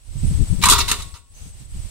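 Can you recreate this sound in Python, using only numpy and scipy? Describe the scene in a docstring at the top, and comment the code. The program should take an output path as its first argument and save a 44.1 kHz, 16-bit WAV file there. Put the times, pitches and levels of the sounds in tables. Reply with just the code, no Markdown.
"""Gusts buffet the two microphone ports in an open field and hiss in the grass, where insects chirp
and buzz. About 0.6 s in, a spring-loaded clay target thrower fires to the right of the microphone:
the latch lets go, the steel arm swings, slams and rebounds. Its blows rattle plate, frame and spring
and leave the steel ringing; the stand thumps with the recoil, and ground and trees answer thinly."""
import sys
import numpy as np
from scipy import signal
from scipy.fft import rfft, irfft, next_fast_len
from scipy.io import wavfile
from scipy.ndimage import uniform_filter1d, map_coordinates

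SR = 44100
rng = np.random.default_rng(int(sys.argv[2]) if len(sys.argv) > 2 else 0)


def master_out(mix):
    """Clip the mix to full scale and print it as 16-bit PCM to the path in sys.argv[1]."""
    frames = np.transpose(np.atleast_2d(mix))
    ceiling = np.clip(frames, -1, 1)
    pcm = np.round(ceiling * 32767).astype(np.int16)
    wavfile.write(sys.argv[1], SR, pcm)


N = 83790
TIME = np.arange(N) / SR


def amp(db):
    """Decibels to gain."""
    return 10 ** (np.asarray(db) / 20)


def unit(x):
    """Scale to rms 1."""
    return x / np.sqrt(np.mean(x ** 2) + 1e-20)


def along(points, hz):
    """Read (Hz, value) points on a log frequency axis."""
    freqs, values = np.transpose(points)
    return np.interp(np.log(hz + 1), np.log(freqs + 1), values)


def curves(rows):
    """One value per sample for each column after the time."""
    times, *columns = np.transpose(rows)
    return np.array([np.interp(TIME, times, column) for column in columns])


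def wobble(rate):
    """A smooth random curve, rate knots a second."""
    return map_coordinates(rng.standard_normal(2048), [TIME * rate], mode="wrap")


def filtered(x, response):
    """Filter x by a gain given as a function of Hz."""
    size = next_fast_len(N + SR // 2)
    return irfft(rfft(x, size) * response(np.fft.rfftfreq(size, 1 / SR)), size)[..., :N]


def coloured(x, colour):
    """Filter x by (Hz, dB) points and scale to rms 1."""
    return unit(filtered(x, lambda hz: amp(along(colour, hz))))


def noise(colour):
    """Unrelated coloured noises, left and right."""
    return coloured(rng.standard_normal((2, N)), colour)


def steadied(x, seconds):
    """Even out the slow level changes of a noise, leaving its grain."""
    return x / np.sqrt(np.abs(uniform_filter1d(x ** 2, int(seconds * SR), axis=-1)) + 1e-9)


def burst(start, hold, attack, t60):
    """An envelope that rises, holds, then falls 60 dB in t60; all in seconds."""
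    age = TIME - start
    return np.clip(age / attack, 0, 1) * amp(-60 * np.maximum(age - hold, 0) / t60)


def chirps(start_s=.004, period_s=.0586, length_s=.022, top_hz=7980, fall_hz=756):
    """An insect repeats a quick chirp that drops in pitch at its end."""
    progress = np.clip((TIME - start_s) % period_s / length_s, 0, 1)
    pitch = top_hz - fall_hz * progress ** 4 + 50 * wobble(490)
    envelope = amp(1 + 2 * wobble(17)) * np.sin(np.pi * progress)
    return envelope * np.sqrt(2) * np.sin(2 * np.pi * np.cumsum(pitch) / SR)


# Three insect voices out in the grass. Each row: frequency in Hz, relative level in dB.
CHORUS_COLOUR = [(7200, -25.5), (7900, -8.5), (8300, 0), (8480, -4.5), (8750, -24), (9500, -46.5)]
BUZZ_COLOUR = [(8700, -33.5), (9300, -6.5), (9580, 9), (9750, -3), (10100, -28.5)]
RASP_COLOUR = [(5400, -31.5), (6200, 2.5), (6500, -2.5), (7100, -22.5)]
# Short buzzes. 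Each entry: start in seconds.
BUZZ_STARTS = [.025, .248, .468, 1.083, 1.275, 1.464, 1.683, 1.88]
# Swell of all insects but the rasp. Each row: time in seconds, gain in dB.
INSECT_SWELL = [(0, -68), (.12, -51), (.26, -43), (.6, -44.5), (1.1, -50.5), (1.26, -64.5), (1.42, -52.5),
                (1.66, -55), (1.8, -49), (1.9, -50.5)]


def insects(pulse_hz=105):
    """Chirps and a distant chorus toward the left, short pulsed buzzes and one lower rasp."""
    calls = chirps() + amp(-1 + 1.3 * wobble(52)) * noise(CHORUS_COLOUR)
    leftward = amp([[2], [-2.5]])
    strokes = sum(burst(start, hold=.049, attack=.0086, t60=.05) for start in BUZZ_STARTS)
    pulses = np.abs(np.sin(np.pi * pulse_hz * TIME))
    buzzes = amp(1) * strokes * pulses * noise(BUZZ_COLOUR)
    rasp = amp(-53) * burst(1.335, hold=.14, attack=.015, t60=.3) * noise(RASP_COLOUR)
    return amp(curves(INSECT_SWELL)) * (calls * leftward + buzzes) + rasp


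# The grass around the microphone. Each row: frequency in Hz, relative level in dB.
GRASS_COLOUR = [(200, 1), (600, 4), (1500, -2.5), (2800, 2), (6500, 1), (9500, 4.5), (10500, -5),
                (12500, -7.5), (15700, -12.5)]
# Its hiss in the wind. Each row: time in seconds, level in dB.
GRASS_SWELL = [(.03, -58), (.14, -49.5), (.27, -41.5), (.58, -43), (.95, -35), (1.12, -51), (1.18, -52.5),
               (1.23, -63.5), (1.30, -62.5), (1.38, -49), (1.48, -48.5), (1.52, -54.5), (1.61, -48.5),
               (1.68, -55.5), (1.76, -47.5), (1.9, -46.5)]


def grass():
    """Wind in the grass, a hiss that swells and sinks."""
    return amp(curves(GRASS_SWELL)) * noise(GRASS_COLOUR)


# Wind right on the microphone. Each row: time in seconds, left and right gain in dB.
GUST_SWELL = [(0, -53, -47), (.11, -35.5, -22.5), (.19, -28, -19.5), (.28, -16, -7.5), (.32, -13.5, -19),
              (.42, -5.5, -32), (.48, -20, -20.5), (.53, -5, -35), (.58, -18, -34), (.74, -11.5, -23.5),
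              (.90, -21.5, -29), (1.05, -27, -30), (1.16, -31, -52), (1.26, -50, -50.5), (1.40, -28.5, -36),
              (1.66, -42, -33), (1.76, -23.5, -23.5), (1.85, -34, -20), (1.9, -45, -33.5)]
# Its rumble. Each row: frequency in Hz, relative level in dB.
GUST_COLOUR = [(12, -6), (33, 3), (90, -1.5), (150, -15), (240, -26.5), (400, -35.5), (800, -65),
               (2000, -86)]


def gusts(lump_db=4.5, lumps_per_s=35):
    """Gusts buffet each port differently, with a lumpy rumble."""
    lumps = amp(lump_db * np.array([wobble(lumps_per_s), wobble(lumps_per_s)]))
    return amp(curves(GUST_SWELL) - 4.5) * steadied(lumps * noise(GUST_COLOUR), seconds=.078)


# Sharp buffets on the microphone. Each row: start in seconds, left and right level in dB.
EDDY_SLAPS = [(0.148, -43, -24), (0.226, -26, -16), (0.296, -17, -22), (0.396, -16, -32),
              (0.512, -14.5, -34.5), (.585, -17.5, -33), (0.658, -21.5, -42), (1.443, -38, -38),
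              (1.598, -48.5, -34.5), (1.742, -36, -36.5)]
# Their low tone. Each row: frequency in Hz, relative level in dB.
EDDY_COLOUR = [(70, -14), (120, 4.5), (175, 0.5), (270, -13), (400, -25), (800, -45), (2000, -75)]


def eddies():
    """Short eddies slap the ports."""
    push = sum(amp([[left], [right]]) * burst(start, hold=.019, attack=.012, t60=.13)
               for start, left, right in EDDY_SLAPS)
    return push * steadied(noise(EDDY_COLOUR), seconds=.041)


# The field's answer to the thrower. Each row: frequency in Hz, t60 in seconds.
FIELD_DECAY = [(300, 1), (1200, .33), (4000, .5), (9000, .22), (15000, .35)]


def field_echo(x):
    """Ground and trees scatter the sound into a thin tail."""
    hz, age, spectrum = signal.stft(rng.standard_normal((2, SR)), SR, nperseg=256)
    decay = amp(-60 * age / along(FIELD_DECAY, hz)[:, None])
    tail = signal.istft(spectrum * decay, SR, nperseg=256)[1]
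    return signal.fftconvolve(x, tail / np.linalg.norm(tail[0]), axes=1)[:, :N]


# The thrower at the two ports. Each row: frequency in Hz, likeness (1 or more is fully alike).
PORT_LIKENESS = [(250, 4.5), (1300, 1.6), (2200, 0.68), (5000, -0.18), (9000, 0.45), (14000, -0.3)]
# Its balance there. Each row: frequency in Hz, left minus right in dB.
PORT_BALANCE = [(1400, 0), (2100, 1), (3600, -2.5), (5200, -2.5), (6600, 6.5), (8600, -0.5), (10300, 4.5),
                (12000, -1), (14000, -6)]


def at_ports(pair, lag_s=.00006):
    """The thrower stands to the right: its sound is partly alike at the ports, later at the left."""
    half = np.array([[.5], [-.5]])

    def width(hz):
        angle = np.arccos(np.clip(along(PORT_LIKENESS, hz), -1, 1)) / 2
        return np.array([np.cos(angle), np.sin(angle)])

    def direction(hz):
        return amp(half * along(PORT_BALANCE, hz)) * np.exp(-2j * np.pi * hz * half * lag_s)

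    mid, side = filtered(pair, width)
    return filtered(np.array([mid + side, mid - side]), direction)


# Recoils into the stand. Each row: start in seconds, level in dB.
RECOILS = [(.652, -42), (.714, -28.5), (.788, -35.5), (.912, -35.5)]
# Modes of its legs. Each row: frequency in Hz, relative level in dB, t60 in seconds.
LEG_MODES = [(252, 0, 0.11), (283.5, -2, 0.054), (382.7, -8, 0.382), (420, -4, .25)]


def stand():
    """The legs take the recoil with low hollow thumps."""
    return sum(amp(recoil_db + mode_db) * burst(start, hold=0, attack=.0037, t60=t60)
               * np.sqrt(2) * np.sin(2 * np.pi * (hz * TIME + rng.random()))
               for start, recoil_db in RECOILS for hz, mode_db, t60 in LEG_MODES)


def loose_part(hz=3800):
    """A loose part, struck once, pings."""
    return amp(-32.5) * burst(1.0235, hold=0, attack=.001, t60=.068) * np.sin(2 * np.pi * hz * TIME)


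# The thrower's ringing steel. Each row: frequency in Hz, dB relative to the blows, t60 in seconds.
STEEL_MODES = [(711, -30, .6), (944, -13.5, 0.11), (998, -15, 0.16), (1106, -16, 0.68), (1141, -13, 0.084),
               (1205, -8, 0.08), (1437, -21, 0.43), (1940, -23, 0.36), (3530, -17, .3), (3660, -13.5, .15),
               (3720, -16.5, .25), (3954, -13.5, 0.11), (4180, -15.5, .25), (5060, -20, 0.072)]


def ringing(plate_force, spring_force, split_hz=1750):
    """Each mode stores the energy of the blows and lets it die away."""
    out = np.zeros((2, N))
    for hz, db, t60 in STEEL_MODES:
        drive = plate_force if hz < split_hz else spring_force
        retained = amp(-120 / (t60 * SR))  # share of energy left after one sample
        level = np.sqrt(signal.lfilter([1 - retained], [1, -retained], drive ** 2))
        phase = 2 * np.pi * (hz * TIME + rng.random()) + .71 * wobble(40)
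        tone = np.array([np.sin(phase), np.cos(phase) * rng.choice([-1, 1])])
        out += amp(db) * level * np.sqrt(2) * tone
    return out


def shifting(pair, depth_db=3.5):
    """Partials come and go as the contact points move."""
    spectrum = signal.stft(pair, nperseg=1024)[2]
    patches = uniform_filter1d(rng.standard_normal(spectrum.shape[1:]), size=3, axis=0)
    patches = uniform_filter1d(patches, size=5, axis=1)
    return signal.istft(spectrum * amp(depth_db * unit(patches)), nperseg=1024)[1][:, :N]


def rattle(colour, contacts_per_s=900, contact_s=.0012, scrape_share=.58):
    """Dense steel-on-steel contacts of random size and smooth scraping, heard through one part."""
    ticks = (rng.random(N) < contacts_per_s / SR) * amp(5 * rng.standard_normal(N))
    power = signal.lfilter([1], [1, -np.exp(-1 / (contact_s * SR))], ticks ** 2)
    envelope = np.sqrt(scrape_share + (1 - scrape_share) * power / power.mean())
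    contacts = envelope * rng.standard_normal((2, N))
    return steadied(coloured(shifting(contacts), colour), seconds=.014)


# The arm plate early and late in the swing. Each row: frequency in Hz, relative level in dB.
PLATE_EARLY = [(500, -52), (820, -17), (940, 3), (1150, 1.5), (1330, -2), (1520, -5.5), (1750, -17.5),
               (2600, -35.5)]
PLATE_LATE = [(500, -44), (850, -21.5), (945, 3), (1060, -7.5), (1230, 0.5), (1370, 1), (1520, -7.5),
              (1750, -20), (2600, -47.5)]


def plate(free_at_s=.705):
    """The plate's clank turns higher as the arm swings free."""
    free = np.clip((TIME - free_at_s) / .01 + .5, 0, 1)
    return np.sqrt(1 - free) * rattle(PLATE_EARLY) + np.sqrt(free) * rattle(PLATE_LATE)


# Blows of the arm. Each row: start and hold in seconds, then relative levels in dB for
# plate, frame, spring and contact sizzle.
ARM_BLOWS = [(.615, .007, -42.5, -33, -31.5, -35), (.624, 0.01, -29, -25, -22.5, -26),
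             (0.636, 0.0042, -11, -13.5, -14.5, -12.5), (0.653, 0.0067, -17.5, -21, -21.5, -29.5),
             (0.6555, 0.003, -15, -26, -14.5, -10.5), (0.667, 0.011, -15, -25.5, -23, -26.5),
             (0.6857, 0.0057, -12.5, -17, -17, -10), (0.697, .017, -37, -26.5, -12.5, -9.5),
             (.719, .017, -15.5, -23, -14, -13.5), (0.747, 0.021, -24, -30, -23.5, -30),
             (0.781, .016, -22.5, -24.5, -20.5, -19.5), (0.802, .013, -27, -24, -17.5, -26),
             (0.88, 0.025, -30.5, -28, -23.5, -23.5), (0.9134, .004, -21.5, -19, -19, -13.5),
             (0.924, 0.0096, -29, -38, -27, -33.5), (0.94, .003, -42, -43.5, -35, -41),
             (0.989, .016, -43, -44.5, -44, -43.5), (0.999, .009, -40.5, -42, -38, -40),
             (1.0206, .002, -53, -47.5, -33, -32.5), (1.14, 0.0099, -46.5, -51, -43.5, -48),
             (1.154, .018, -49, -51, -50, -47)]


def blows(part, t60, attack=.001):
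    """The arm's blows add in energy to one envelope for the named part."""
    column = ("plate", "frame", "spring", "sizzle").index(part)
    return np.sqrt(sum((amp(levels[column]) * burst(start, hold, attack, t60)) ** 2
                       for start, hold, *levels in ARM_BLOWS))


# Frame, coil spring, contacts and stand. Each row: frequency in Hz, relative level in dB.
FRAME_COLOUR = [(1100, -42), (1650, -8), (1950, -4.5), (2210, 0), (2450, -3.5), (2740, 1.5), (3000, 0.5),
                (3500, -21)]
SPRING_COLOUR = [(2600, -37), (3200, 0), (3700, 2.5), (4100, 3.5), (4650, 1), (5150, 1.5), (5900, -3.5),
                 (7500, -26)]
SIZZLE_COLOUR = [(4500, -23.5), (6300, 0.5), (7800, -0.5), (8450, 6), (9100, 1), (9600, 1.5), (10600, -8),
                 (11600, -5), (13200, -14.5), (15700, -20.5)]
STAND_COLOUR = [(120, -35.5), (245, -3.5), (320, -3.5), (410, -1), (470, -4.5), (700, -10), (900, -17.5)]


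def thrower():
    """The blows shake plate, frame, spring and stand, and leave the steel ringing."""
    plate_force = blows("plate", t60=.05, attack=.0034)
    spring_force = blows("spring", t60=.049)
    steel = (amp(-2) * plate_force * plate()
             + amp(-2) * blows("frame", t60=.095) * rattle(FRAME_COLOUR)
             + amp(-1.5) * spring_force * rattle(SPRING_COLOUR)
             + amp(-1) * blows("sizzle", t60=.061) * rattle(SIZZLE_COLOUR)
             + amp(-17.5) * spring_force * rattle(STAND_COLOUR))
    echo = amp(-13) * field_echo(steel)
    return at_ports(steel + echo + ringing(plate_force, spring_force)) + loose_part() + stand()


def scene():
    """The thrower in the windy field, heard from one stereo microphone."""
    return thrower() + gusts() + eddies() + grass() + insects()


def record(dry, top_hz=15750):
    """The recorder rounds the highest peaks and keeps nothing above its band limit."""
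    rounded = dry / (1 + np.abs(dry) ** 8) ** (1 / 8)
    return filtered(rounded, lambda hz: hz < top_hz)


dry = scene()
out = record(dry)
master_out(out)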